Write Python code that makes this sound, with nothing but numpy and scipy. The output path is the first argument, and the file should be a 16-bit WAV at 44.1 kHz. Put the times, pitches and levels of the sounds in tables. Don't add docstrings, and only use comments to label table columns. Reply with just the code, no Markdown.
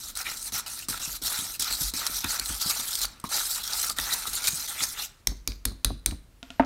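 import sys
import numpy as np
from scipy import signal
from scipy.fft import rfft, irfft, next_fast_len
from scipy.io import wavfile
from scipy.ndimage import uniform_filter1d, map_coordinates

SR = 44100
rng = np.random.default_rng(int(sys.argv[2]) if len(sys.argv) > 2 else 0)


def rack_gain(trim_db):
    fader = np.asarray(trim_db, float)
    return 10 ** (fader / 20)


def output_pcm(signal):
    pcm = np.clip(np.atleast_2d(signal).T, -1, 1) * 32767
    wavfile.write(sys.argv[1], SR, np.round(pcm).astype(np.int16))


N = 293265


def unit(x):
    return x / np.sqrt(np.mean(x ** 2) + 1e-20)


def along(points, hz):
    f, v = np.transpose(points)
    return np.interp(np.log(hz + 1), np.log(f + 1), v)


def wobble(rate):
    knots = rng.standard_normal(int(N * rate / SR) + 4)
    return map_coordinates(knots, [np.arange(N) * rate / SR], order=1)


def filtered(x, response):
    m = next_fast_len(N + SR // 2)
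    return irfft(rfft(x, m) * response(np.fft.rfftfreq(m, 1 / SR)), m)[..., :N]


def resonance(f, hz, width):
    return 1j * f * width / (hz * hz - f * f + 1j * f * width)


def coloured(x, spectrum):
    return unit(filtered(x, lambda f: rack_gain(along(spectrum, f))))


def dull(t, lo_hz, hi_hz):
    band = signal.butter(2, [lo_hz, hi_hz], "band", fs=SR, output="sos")
    return unit(signal.sosfilt(band, rng.standard_normal(len(t))))


def ringing(modes, t, scatter_db):
    out = 0
    for hz, db, t60 in modes:
        level = db + rng.normal(0, scatter_db)
        out = out + rack_gain(level - 60 * t / t60) * np.sin(2 * np.pi * hz * t)
    return out


def add(track, s, sound):
    part = track[round(s * SR):][:len(sound)]
    part += sound[:len(part)]


def swells(rows):
    t, power = np.arange(N) / SR, np.full(N, 1e-12)
    for s, db, rise, fall in rows:
        near = slice(max(round((s - 4 * rise) * SR), 0), round((s + 4 * fall) * SR))
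        width = np.where(t[near] < s, rise, fall)
        power[near] += rack_gain(2 * db) * np.exp(-((t[near] - s) / width) ** 2)
    return power


# (frequency [Hz], level [dB])
AIR_SPECTRUM = [(15, -26), (25, 4), (124, -10), (163, -17), (238, -16), (902, -28), (1060, -26),
                (10400, -36), (15700, -38), (15900, -80)]


def room_air():
    air_db = -57.5
    return rack_gain(air_db) * coloured(rng.standard_normal(N), AIR_SPECTRUM)


# (frequency [Hz], t60 [s])
KITCHEN_T60 = [(200, 0.94), (2000, 0.42), (10000, 0.21)]


def kitchen(x):
    hz, t, z = signal.stft(rng.standard_normal(SR // 2), SR, nperseg=256)
    decay = rack_gain(-60 * t / along(KITCHEN_T60, hz)[:, None])
    tail = signal.istft(z * decay, SR, nperseg=256)[1]
    return signal.fftconvolve(np.pad(x, (200, 0)), tail / np.linalg.norm(tail))[:N]


# (frequency [Hz], level [dB])
ROCK_SPECTRUM = [(41, -28), (70, 7.5), (134, 0.5), (265, 3), (329, -1), (357, -18.5), (500, -27.5),
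                 (650, -48), (1100, -120)]
# (time [s], level [dB])
HAND_JOLTS = [(0.172, -51), (0.918, -49), (1.127, -48), (1.247, -48), (1.731, -43.5), (1.861, -33.5),
              (2.128, -46.5), (2.287, -43.5), (2.434, -42.5), (2.534, -39), (3.046, -43), (3.639, -47.5),
              (4.031, -43.5), (4.343, -47.5)]
# (time [s], peak level [dB], pitch [Hz])
BOWL_KNOCKS = [(0.272, -41, 1000), (2.095, -36, 241), (.9, -41, 101), (1.0, -44, 150), (1.42, -37, 200),
               (2.397, -33.5, 333), (3.989, -37, 130), (4.128, -43, 132), (4.485, -39, 130),
               (4.815, -38.5, 127), (5.714, -33, 200), (5.902, -29, 200), (6.121, -33, 210),
               (2.791, -39, 202), (0.523, -29.5, 282), (0.885, -23.5, 1200), (1.075, -37, 154),
               (1.216, -35, 263), (1.387, -35.5, 242), (1.594, -34.5, 97), (1.705, -32.5, 1300),
               (1.812, -30, 150), (1.935, -28.5, 278), (2.243, -22.5, 975), (2.496, -28, 78),
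               (2.658, -27.5, 180), (3.24, -24, 229), (3.895, -36, 1200), (3.985, -28.5, 640),
               (4.277, -38, 222), (4.53, -32, 148), (4.806, -38, 1270), (5.317, -30.5, 243),
               (5.714, -34.5, 87), (5.902, -22.5, 79.5), (6.122, -27.5, 80.7), (5.902, -27, 654),
               (6.121, -37, 690)]


def worktop():
    boom_db, rock_db, rock_knock_db, rock_t60 = -59, -62.5, -15, 0.19
    jolt_s, jolt_hz = 0.029, 46.6
    knock_cycles = 8.9
    stirring = uniform_filter1d(1. * (np.arange(N) < STROKES[-1][1] * SR), size=4000)
    boom = unit(filtered(rng.standard_normal(N), lambda f: resonance(f, 45, 24) ** 2))
    jolts = np.sqrt(2 * swells([(s, db, 0.63 * jolt_s, jolt_s) for s, db in HAND_JOLTS]))
    jolt_phase = 2 * np.pi * np.cumsum(jolt_hz + 3.24 * wobble(8)) / SR
    out = rack_gain(boom_db) * stirring * boom + jolts * np.sin(jolt_phase)
    sway = rack_gain(rock_db) * stirring
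    rock = coloured(rng.standard_normal(N) * rack_gain(np.clip(3 * wobble(40), -6, 4)), ROCK_SPECTRUM)
    t = np.arange(SR // 4) / SR
    plate = [(180, -11.5, .04), (270, -10.5, .05), (370, -13, .03), (720, -10, .02), (1100, -12, .02)]
    for s, db, hz in BOWL_KNOCKS:
        thud = ringing([(hz, 0, max(knock_cycles / hz, .018))] + plate, t, scatter_db=2.0)
        thud = thud + rack_gain(-17.5 - 60 * t / 0.096) * dull(t, 110, 600)
        add(out, s + 0.00142, rack_gain(db - 2.0) * (1 - np.exp(-t / 0.0016)) * thud)
        add(sway, s, rack_gain(db + rock_knock_db - 60 * t / rock_t60))
    return out + sway * rock


def clash(hz, broad, t60, top_hz):
    t = np.arange(SR // 20) / SR
    f = np.fft.rfftfreq(len(t), 1 / SR)
    colour = (broad + resonance(f, hz, 0.18 * hz)) * resonance(f, 6100, 15000)
    colour = colour / (1 + (f / top_hz) ** 3) / (1 + (900 / (f + 1)) ** 2)
    noise = irfft(rfft(rng.standard_normal(len(t))) * colour, len(t))
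    burst = noise * (1 - np.exp(-t / 0.00029)) * rack_gain(-60 * t / t60)
    return burst / np.abs(burst).max()


# (start [s], end [s], from [Hz], to [Hz], level [dB])
SLIDE_WHISTLES = [(6.38, 6.422, 10820, 11400, -71), (6.43, 6.5, 12000, 12250, -70),
                  (6.46, 6.5, 11100, 11350, -71), (6.545, 6.592, 11950, 11850, -66),
                  (6.508, 6.535, 12000, 12100, -71), (6.53, 6.6, 13800, 13400, -76),
                  (6.599, 6.605, 14500, 14500, -51)]
# (time [s], peak level [dB], pitch [Hz], board level re tip [dB])
TIP_TICKS = [(5.519, -27.5, 4720, -29), (5.52, -31, 2400, -29), (5.883, -38, 2700, -29),
             (6.11, -27.5, 3000, -24), (6.429, -24.5, 3350, -13), (6.504, -25, 2830, -12),
             (6.648, -34, 4500, -14)]
# (frequency [Hz], level [dB], t60 [s])
BOARD_MODES = [(261, -4, 0.1), (422, -11.5, 0.025), (690, -4.5, 0.06), (923, -12, 0.029), (1410, -1, .04),
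               (1890, -17, 0.034)]
# (frequency [Hz], level [dB], t60 [s])
WORKTOP_MODES = [(48.1, -1, 0.26), (89.5, -7.5, 0.12), (255.5, -12, 0.081), (173, -16, 0.084)]
# (frequency [Hz], level [dB], t60 [s])
HANDLE_MODES = [(500, -7, .02), (716, 3.5, 0.021), (890, 0.5, 0.02), (1020, -6, 0.017), (1200, -2.5, 0.019),
                (1340, -8, .018), (1540, -11, 0.02), (1900, -13, .016), (2530, -11, .008)]
# (time [s], peak level [dB])
LAID_DOWN = [
    (6.594, -8),
]


def laid_down():
    out, t = np.zeros(N), np.arange(SR // 8) / SR
    for t0, t1, hz0, hz1, db in SLIDE_WHISTLES:
        u = np.linspace(0, 1, round((t1 - t0) * SR))
        jitter = 900 * uniform_filter1d(rng.standard_normal(len(u)), size=60)
        phase = 2 * np.pi * np.cumsum(hz0 + (hz1 - hz0) * u + jitter) / SR
        add(out, t0, rack_gain(db) * np.sqrt(np.sin(np.pi * u) + 1e-9) * np.sin(phase))
    for s, db, hz, board_db in TIP_TICKS:
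        add(out, s, rack_gain(db - 1.5) * clash(hz, broad=0.32, t60=0.0083, top_hz=1.8 * hz))
        add(out, s, rack_gain(db + board_db) * ringing(BOARD_MODES, t, scatter_db=1.5))
        add(out, s, rack_gain(db + board_db - 18.0 - 60 * t / 0.63) * dull(t, 200, 5000))
    s, db = LAID_DOWN[0]
    thump = ringing(WORKTOP_MODES[:2] + [(266.6, 18.2, 0.069)], t, scatter_db=2.5)
    add(out, s + 0.0038, rack_gain(db - 19.5) * (1 - np.exp(-t / 0.0033)) * thump)
    add(out, s + 0.0018, rack_gain(db - 23) * clash(2400, broad=0.33, t60=0.012, top_hz=9000))
    bounces = [(.0025, -16.5), (.0036, -3.5), (.0069, -6.5), (.0125, -12), (.03, -21), (.041, -21)]  # (s, dB)
    for lag, bounce_db in bounces:
        knock = ringing(HANDLE_MODES, t, scatter_db=3.5)
        add(out, s + lag, rack_gain(db + bounce_db) * (1 - np.exp(-t / 0.0004)) * knock)
    decay = rack_gain(-60 * t / 0.016) + 0.32 * rack_gain(-60 * t / 0.23)
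    add(out, s + 0.0027, rack_gain(db - 16.5) * dull(t, 400, 1720) * decay)
    return out


# (frequency [Hz], t60 [s])
WIRE_MODES = [(2370, 0.0098), (3945, .07), (4145, .04), (4780, 0.016), (5590, .009), (6300, 0.0089),
              (9275, .009), (10885, .007), (13200, .006)]


def strike(levels_db, rattle):
    t = np.arange(SR // 12) / SR
    out = np.zeros(2 * len(t))
    for lag in (np.arange(4) + rng.random(4)) * rattle / 4:
        modes = [(hz * rng.normal(1, .008), db, t60) for (hz, t60), db in zip(WIRE_MODES, levels_db)]
        add(out, lag, ringing(modes, t, scatter_db=2.5))
    return out / np.abs(out).max()


# (time [s], peak level [dB], crack centre [Hz], worktop level [dB], shiver re peak [dB])
RIM_TAPS = [(5.271, -6, 5590, -20.5, -38.5), (5.475, -9, 5100, -23.5, -33.5),
            (5.653, -7.5, 10900, -20.5, -34), (5.846, -3.5, 3950, -18, -35), (6.06, -3, 8700, -20, -37.5)]
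# (frequency [Hz], width [Hz], level [dB])
SHIVER_MODES = [
    [(4630, 600, 8), (1600, 150, -7), (5900, 900, 8), (11500, 1500, -6)],
    [(2370, 450, -11), (3950, 200, -11), (4790, 500, 2), (6000, 640, -3.5), (12000, 2000, -15.5)],
    [(2300, 400, -10), (4170, 480, 4.5), (6630, 280, -3.5), (8950, 350, -4), (9600, 220, -3)],
    [(1640, 150, -14), (3960, 200, 0.5), (4750, 250, -9), (9100, 350, -9), (10900, 300, -19.5)],
    [(3980, 170, 2), (8800, 600, -3.5), (11400, 407, -18.5)],
]
STRIKE_LEVELS = [(-11, -30, -30, -19, 0.5, -1.5, -12.5, -9, 0), (-8, -22, -27, -7, -6, -1, -8, -1, 2),
                 (-3.5, -18, -17.5, -16, -16, -3.5, -3, 3, -3.5),
                 (-12.5, -11.5, -20, -11, -12.5, -10.5, 3.5, 1.5, -9),
                 (-15, -14, -21, -20, -16, -9, 6.5, -12, -5)]
RATTLE_TIMES = [.0025, .001, .0025, .002, .0022]
# (frequency [Hz], level [dB])
SIFT_SPECTRUM = [(350, -52.5), (600, -16), (1630, -6), (2800, -20), (4070, -0.5), (7280, -15), (9340, -12),
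                 (15000, -25), (15800, -25.5), (16500, -43.5)]


def taps():
    sift_db = -34
    out, sift, t = np.zeros(N), np.zeros(N), np.arange(SR // 3) / SR
    f = np.fft.rfftfreq(len(t), 1 / SR)
    shiver_decay = rack_gain(-60 * t / 0.34) + 2.9 * rack_gain(-60 * t / 0.022)
    for tap, wires, struck_db, rattle in zip(RIM_TAPS, SHIVER_MODES, STRIKE_LEVELS, RATTLE_TIMES):
        s, db, hz, top_db, shiver_db = tap
        add(out, s, rack_gain(db - 4) * clash(hz, broad=0.96, t60=0.01 + rattle, top_hz=15000))
        add(out, s + .0004, rack_gain(db - 2.0) * strike(struck_db, rattle))
        narrow = sum(rack_gain(level) * resonance(f, c, w * (1 + c / 7000)) ** 2 for c, w, level in wires)
        colour = narrow + 0.15 * resonance(f, hz, .5 * hz)
        flutter = rack_gain(3.6 * np.repeat(rng.standard_normal(len(t) // 150 + 1), 150)[:len(t)])
        shiver = flutter * irfft(rfft(rng.standard_normal(len(t))) * colour, len(t))
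        add(out, s, unit(shiver) * rack_gain(db + shiver_db) * shiver_decay)
        boom = ringing(WORKTOP_MODES, t, scatter_db=0.3)
        add(out, s + 0.0077, rack_gain(top_db + 0.3) * (1 - np.exp(-t / 0.0062)) * boom)
        add(out, s + 0.00363, rack_gain(top_db - 16.5 - 60 * t / 0.24) * dull(t, 90, 300))
        add(sift, s, rack_gain(db + sift_db - 60 * t / 0.24))
    return out + sift * coloured(grains(spread_db=0.5, clump_db=2.0), SIFT_SPECTRUM)


# (time [s], peak level [dB], the wire's note [Hz])
WIRE_CATCHES = [(0.1528, -24.5, 4030), (0.1724, -14.5, 8600), (0.2134, -21, 5280), (0.522, -25, 3900),
                (0.6619, -29, 2930), (0.8848, -15.5, 8500), (1.222, -21, 5820), (1.597, -14.5, 7700),
                (1.6237, -12.5, 7720), (1.7255, -12.5, 4460), (1.937, -15.5, 4000), (2.0656, -8.5, 5470),
                (2.0727, -13, 4000), (2.2428, -13, 3610), (2.396, -6.5, 4300), (2.458, -15.5, 4100),
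                (2.664, -18, 4050), (2.798, -16, 3660), (3.016, -15.5, 4050), (3.0521, -13, 4580),
                (3.1996, -31, 8300), (3.2134, -42.5, 6300), (3.24, -24.5, 9070), (3.8664, -21, 4460),
                (3.8978, -10.5, 4420), (3.9855, -8.5, 3650), (4.333, -20, 4330), (4.441, -12, 4680),
                (4.5347, -21, 6630), (4.676, -21, 3540), (4.8364, -10.5, 6370), (0.9996, -26, 8590),
                (1.6198, -17.5, 5560), (3.895, -16, 8600), (3.999, -15, 3700), (4.478, -11.5, 2410)]
# (time [s], peak level [dB], pitch [Hz], length [s])
WALL_CLACKS = [
    (3.2398, -22.5, 1080, 0.0049),
    (3.2472, -29, 1060, 0.0044),
    (3.9875, -24, 1860, 0.0053),
]


def catches():
    out, t = np.zeros(N), np.arange(SR // 20) / SR
    f = np.fft.rfftfreq(len(t), 1 / SR)
    spectrum = [(300, -55), (1000, -10), (2500, -8.5), (4000, -0.5), (5200, -2.0), (10300, -2)]
    colour = rack_gain(along(spectrum + GRIT_SPECTRUM[9:], f))
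    tail = rack_gain(-60 * t / 0.026)
    for s, db, hz in WIRE_CATCHES:
        note = 1 + 1.3 * resonance(f, hz, 0.11 * hz)
        noise = irfft(rfft(rng.standard_normal(len(t))) * colour * note, len(t))
        snap = unit(noise) * (rack_gain(-60 * t / 0.012) + 0.32 * tail)
        snap = snap + 0.78 * tail * np.sin(2 * np.pi * hz * t)
        snap = snap * (1 - np.exp(-t / 0.0004))
        add(out, s, rack_gain(db - 2.5) * snap / np.abs(snap).max())
    for s, db, hz, length in WALL_CLACKS:
        swell = np.sin(np.pi * np.minimum(t / length, 1))
        add(out, s, rack_gain(db) * swell * np.sin(2 * np.pi * hz * t))
    return out


def grains(spread_db, clump_db, tick=0):
    flicks_per_s, flick_s = 90, 0.0014
    luck = rng.exponential(size=N)
    largest = np.maximum(luck - np.log(SR / flicks_per_s), 0)
    flicks = signal.lfilter([1], [1, -np.exp(-1 / (flick_s * SR))], largest)
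    size = rack_gain(spread_db * luck) * (1 + tick * flicks)
    clumps = 0.72 * wobble(500) + 0.91 * wobble(110) + 0.1 * wobble(30)
    return unit(rng.standard_normal(N) * size * rack_gain(clump_db * clumps))


def patchy(x, patch_db, shape_db=0):
    z = signal.stft(x, nperseg=256)[2]
    field = uniform_filter1d(rng.standard_normal(z.shape), size=5, axis=0)
    field = uniform_filter1d(field, size=6, axis=1)
    streaks = uniform_filter1d(rng.standard_normal(z.shape), size=10, axis=1)
    patches = unit(unit(field) + 0.95 * unit(streaks))
    return signal.istft(z * rack_gain(patch_db * patches + shape_db), nperseg=256)[1][:N]


# (landing [s], lifting [s], steady scrape level [dB])
STROKES = [(0.0, 0.104, -40), (0.153, 0.231, -42.5), (0.242, 0.497, -41), (0.52, 0.596, -33.5),
           (0.662, 0.846, -40.5), (0.885, 0.977, -37.5), (0.995, 1.167, -35.5), (1.217, 1.555, -37.5),
           (1.594, 1.897, -36), (1.939, 2.191, -36.5), (2.204, 2.394, -39), (2.408, 2.598, -40.5),
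           (2.598, 2.959, -34), (2.97, 3.047, -32.5), (3.245, 3.272, -41), (3.289, 3.621, -41),
           (3.632, 3.918, -33.5), (3.962, 4.661, -36.5), (4.678, 5.062, -43.5)]
# (time [s], scrape level [dB], rise [s], fall [s])
WRIST_PUSHES = [(0.216, -35, 0.1, 0.003), (0.264, -37, 0.011, 0.076), (0.474, -34.5, 0.032, 0.0079),
                (0.538, -32.5, 0.005, 0.078), (0.799, -39.5, 0.12, 0.014), (0.874, -29, 0.004, 0.058),
                (1.06, -36, 0.03, 0.019), (1.264, -29, 0.017, 0.011), (1.28, -26, 0.004, 0.0038),
                (1.313, -33.5, 0.065, 0.14), (1.394, -33, 0.04, 0.006), (1.606, -30, 0.014, 0.034),
                (1.737, -28.4, 0.036, 0.013), (1.815, -31, 0.026, 0.065), (1.975, -28.5, 0.024, 0.028),
                (2.196, -31, 0.056, 0.017), (2.313, -28, 0.034, 0.04), (2.499, -32.5, 0.043, 0.058),
                (2.616, -29, 0.0052, 0.015), (2.701, -26, 0.005, 0.0084), (2.715, -32, 0.067, 0.0045),
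                (2.924, -34.5, 0.037, 0.035), (3.022, -32.5, 0.02, 0.075), (3.338, -29.5, 0.023, 0.18),
                (3.341, -27.5, 0.0098, 0.018), (3.502, -34, 0.0056, 0.064), (3.563, -33.5, 0.01, 0.003),
                (3.728, -31, 0.0048, 0.024), (3.842, -29.5, 0.077, 0.027), (3.999, -32, 0.019, 0.081),
                (4.124, -34, 0.013, 0.056), (4.134, -28, 0.013, 0.008), (4.272, -29.5, 0.0061, 0.011),
                (4.335, -32.5, 0.006, 0.051), (4.454, -28, 0.009, 0.01), (4.459, -36, 0.018, 0.19),
                (4.477, -31, 0.024, 0.012), (4.485, -25, 0.0084, 0.0047), (4.553, -29, 0.009, 0.007),
                (4.68, -32, 0.0072, 0.037), (4.849, -28, 0.043, 0.0056), (4.868, -36, 0.074, 0.058),
                (5.0, -32, 0.02, 0.042)]
# (time [s], wall level [dB], rise [s], fall [s])
WALL_RUBS = [(0.217, -43, 0.019, 0.013), (0.263, -45.5, 0.015, 0.06), (0.587, -41, 0.051, 0.062),
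             (0.978, -42, 0.043, 0.026), (1.312, -40.5, 0.016, 0.071), (1.678, -40.5, 0.024, 0.011),
             (1.705, -40, 0.006, 0.009), (2.017, -39.5, 0.017, 0.062), (2.24, -38.5, 0.0026, 0.019),
             (2.331, -40.5, 0.003, 0.071), (2.495, -46, 0.01, 0.046), (2.706, -36.5, 0.0072, 0.019),
             (2.724, -42.5, 0.039, 0.09), (3.047, -44, 0.009, 0.0081), (3.246, -40.5, 0.008, 0.009),
             (3.333, -38.5, 0.022, 0.054), (3.595, -42.5, 0.031, 0.0098), (3.721, -42, 0.023, 0.038),
             (3.843, -43, 0.0083, 0.015), (3.905, -37.5, 0.0072, 0.0029), (3.995, -36.5, 0.013, 0.003),
             (4.061, -40.5, 0.028, 0.15), (4.343, -40.5, 0.011, 0.0045), (4.383, -43, 0.015, 0.094),
             (4.795, -45.5, 0.081, 0.044), (4.827, -44.5, 0.009, 0.011), (4.978, -48.5, 0.033, 0.066)]
NEAR_PASSES = [.275, .59, .966, 1.29, 1.67, 2.036, 2.324, 2.723, 3.05, 3.342, 3.714, 4.087, 4.4, 4.77]


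def contact():
    lift_db_per_s, land_s = 1100, 0.0014
    trickle_db, trickle_db_per_s = -14.5, 128.5
    wall_db, wall_trickle_db, wall_trickle_db_per_s = -16, -10, 58.5
    t = np.arange(N) / SR
    land, lift, steady_db = np.transpose(STROKES)
    k = np.maximum(np.searchsorted(land, t, "right") - 1, 0)
    off = np.maximum(t - lift[k], 0)
    lifted = rack_gain(-2 * lift_db_per_s * off)
    gate = lifted + rack_gain(2 * (trickle_db - trickle_db_per_s * off))
    wall_gate = lifted + rack_gain(2 * (wall_trickle_db - wall_trickle_db_per_s * off))
    held = np.arange(N) - (off * SR).astype(int)
    press = (rack_gain(2 * steady_db[k]) + swells(WRIST_PUSHES))[held]
    wall = rack_gain(2 * wall_db) * press + swells(WALL_RUBS)[held]
    skipping = (t > 3.79) * (t < 3.895)
    press = press * rack_gain(2 * 3 * np.cos(2 * np.pi * 59 * (t - 3.8485)) * skipping)

    turn_s = 0.35
    times = [NEAR_PASSES[0] - turn_s, *NEAR_PASSES, NEAR_PASSES[-1] + turn_s]
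    turn = np.interp(t, times, np.arange(len(times)))
    band_hz = 6000 * np.exp(0.18 * np.cos(2 * np.pi * (turn - 0.3)))
    dust_db = -3 + 1 * np.cos(2 * np.pi * (turn - 0.6))
    ring_db = 1.0 + 1 * np.maximum(np.cos(2 * np.pi * (turn - 0.15)), 0)
    aloft = np.minimum(off / 0.04, 1)
    dust_db, ring_db = dust_db - 6 * aloft, ring_db + 3 * aloft
    keep = np.exp(-1 / (land_s * SR))
    force = np.sqrt([gate * press, wall_gate * wall])
    press, rub = signal.lfilter([1 - keep], [1, -keep], force)
    return press, rub, band_hz, dust_db, ring_db


# (frequency [Hz], width [Hz])
BOWL_MODES = [(1340, 350), (3610, 310), (5340, 440), (5910, 300), (8980, 1660), (11100, 210)]
# (start [s], end [s], from [Hz], to [Hz], level re scrape [dB])
WIRE_DRAGS = [(0.242, 0.29, 3760.0, 3730, 13), (0.237, 0.298, 2320.0, 2300, 15),
              (0.242, 0.345, 1860, 2020, 8.5), (0.242, 0.35, 3050, 2800, 9.5),
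              (0.66, 0.732, 2870.0, 2780.0, 8.5), (0.776, 0.856, 2540.0, 2870.0, 10),
              (1.005, 1.099, 2870.0, 2620.0, 11), (1.022, 1.09, 6900, 6950, 7.0),
              (1.33, 1.445, 3920, 2950.0, 8), (1.527, 1.572, 2700.0, 2700.0, 10),
              (1.678, 1.78, 4110.0, 4500.0, 8.5), (2.198, 2.284, 890.0, 963, 17),
              (2.212, 2.281, 2600, 2700.0, 5), (2.22, 2.287, 3550, 3760.0, 11.5),
              (2.398, 2.449, 2310, 2320.0, 9.5), (2.483, 2.56, 2950.0, 3230.0, 8),
              (2.86, 2.942, 3230.0, 3330.0, 9), (3.562, 3.627, 2810, 2780.0, 7.5),
              (3.623, 3.723, 3540.0, 3180, 8), (3.87, 3.921, 1280.0, 1200.0, 10),
              (3.957, 4.01, 1830.0, 1800, 0), (3.96, 4.019, 3540.0, 3450, 9),
              (4.08, 4.156, 1830.0, 1990, 9.5), (4.392, 4.505, 2260.0, 2390.0, 9),
              (4.494, 4.56, 6670, 6640.0, 9.5), (4.666, 4.77, 3330.0, 3230.0, 9.5),
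              (4.738, 4.845, 2010, 2210, 8), (4.752, 4.832, 2550, 2620.0, 9),
              (4.78, 4.833, 3300, 3430.0, 10.5), (4.802, 4.86, 3500.0, 5960, 6),
              (4.815, 4.88, 6230, 6450.0, 5), (4.91, 4.98, 2120.0, 2000.0, 8.5),
              (4.926, 5.073, 2700.0, 2870.0, 10), (4.938, 5.037, 3300, 3600, 9.5)]
# (frequency [Hz], level [dB])
GRIT_SPECTRUM = [(1530, -19.5), (2600, -13.5), (3250, -6.5), (3600, -4), (4040, 1.5), (4900, -2),
                 (5340, -3), (8550, -2), (10300, -7.5), (12300, -3.5), (15800, -10), (16100, -33),
                 (16500, -46)]
# (frequency [Hz], level [dB])
WALL_SPECTRUM = [(210, -38), (350, -15), (516, -16.5), (908, -5), (1050, -9.5), (1350, -0.5), (1580, -5.5),
                 (2630, -8.5), (3200, -15.5), (4160, -19), (7040, -120)]


def scrape():
    press, rub, band_hz, dust_db, ring_db = contact()
    hz = np.fft.rfftfreq(256, 1 / SR)[:, None]
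    frame = np.minimum(np.arange(-(-N // 128) + 1) * 128, N - 1)
    shape_db = 3 * np.exp(-(np.log((hz + 1) / band_hz[frame]) / 0.5) ** 2)
    shape_db = shape_db + (dust_db[frame] + 6) * np.clip((hz - 7500) / 3000, 0, 1)
    shape_db = shape_db + ring_db[frame] * np.exp(-((hz - 4050) / 210) ** 2)
    for centre, width in BOWL_MODES:
        drift = centre * (1 + 0.026 * wobble(9)[frame])
        peak_db = 2.34 + 2.2 * wobble(22.33)[frame]
        shape_db = shape_db + peak_db * np.exp(-((hz - drift) / (width + 150)) ** 2)
    drag_db = 0
    for t0, t1, hz0, hz1, db in WIRE_DRAGS:
        u = np.clip((frame / SR - t0) / (t1 - t0), 0, 1)
        swell_db = 1.24 * db * np.sqrt(np.abs(np.sin(np.pi * u)))
        octave = np.log((hz + 1) / (hz0 + (hz1 - hz0) * u))
        drag_db = drag_db + swell_db * np.exp(-(octave / 0.1) ** 2)
    shape_db = shape_db + drag_db
    middle = rack_gain(2 * shape_db[(hz[:, 0] > 3000) & (hz[:, 0] < 11000)]).mean(axis=0)
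    shape_db = shape_db - 10 * np.log10(middle)
    grit = grains(spread_db=0.76, clump_db=1.76, tick=0.4)
    hiss = coloured(patchy(grit, patch_db=3.5, shape_db=shape_db), GRIT_SPECTRUM)
    wall_db = drag_db + 2.2 * np.exp(-((hz - 1340) / 130) ** 2)
    rubbing = grains(spread_db=1.5, clump_db=1.5, tick=0.6)
    wall = coloured(patchy(rubbing, patch_db=3.0, shape_db=wall_db), WALL_SPECTRUM)
    return press * hiss + rack_gain(1.38) * rub * wall


def scene():
    stir, rim, down = scrape() + catches(), taps(), laid_down()
    room = rack_gain(-16) * kitchen(stir + rack_gain(-2.5) * rim + down)
    return (stir + rim + down + room + worktop() + room_air())[None]


def top_cut(x):
    return signal.sosfilt(signal.butter(12, 17040, fs=SR, output="sos"), x)


def record(dry):
    mix = filtered(dry, lambda f: 1 / (1 + (f / 16150) ** 48))
    return top_cut(mix)


dry = scene()
out = record(dry)
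output_pcm(out)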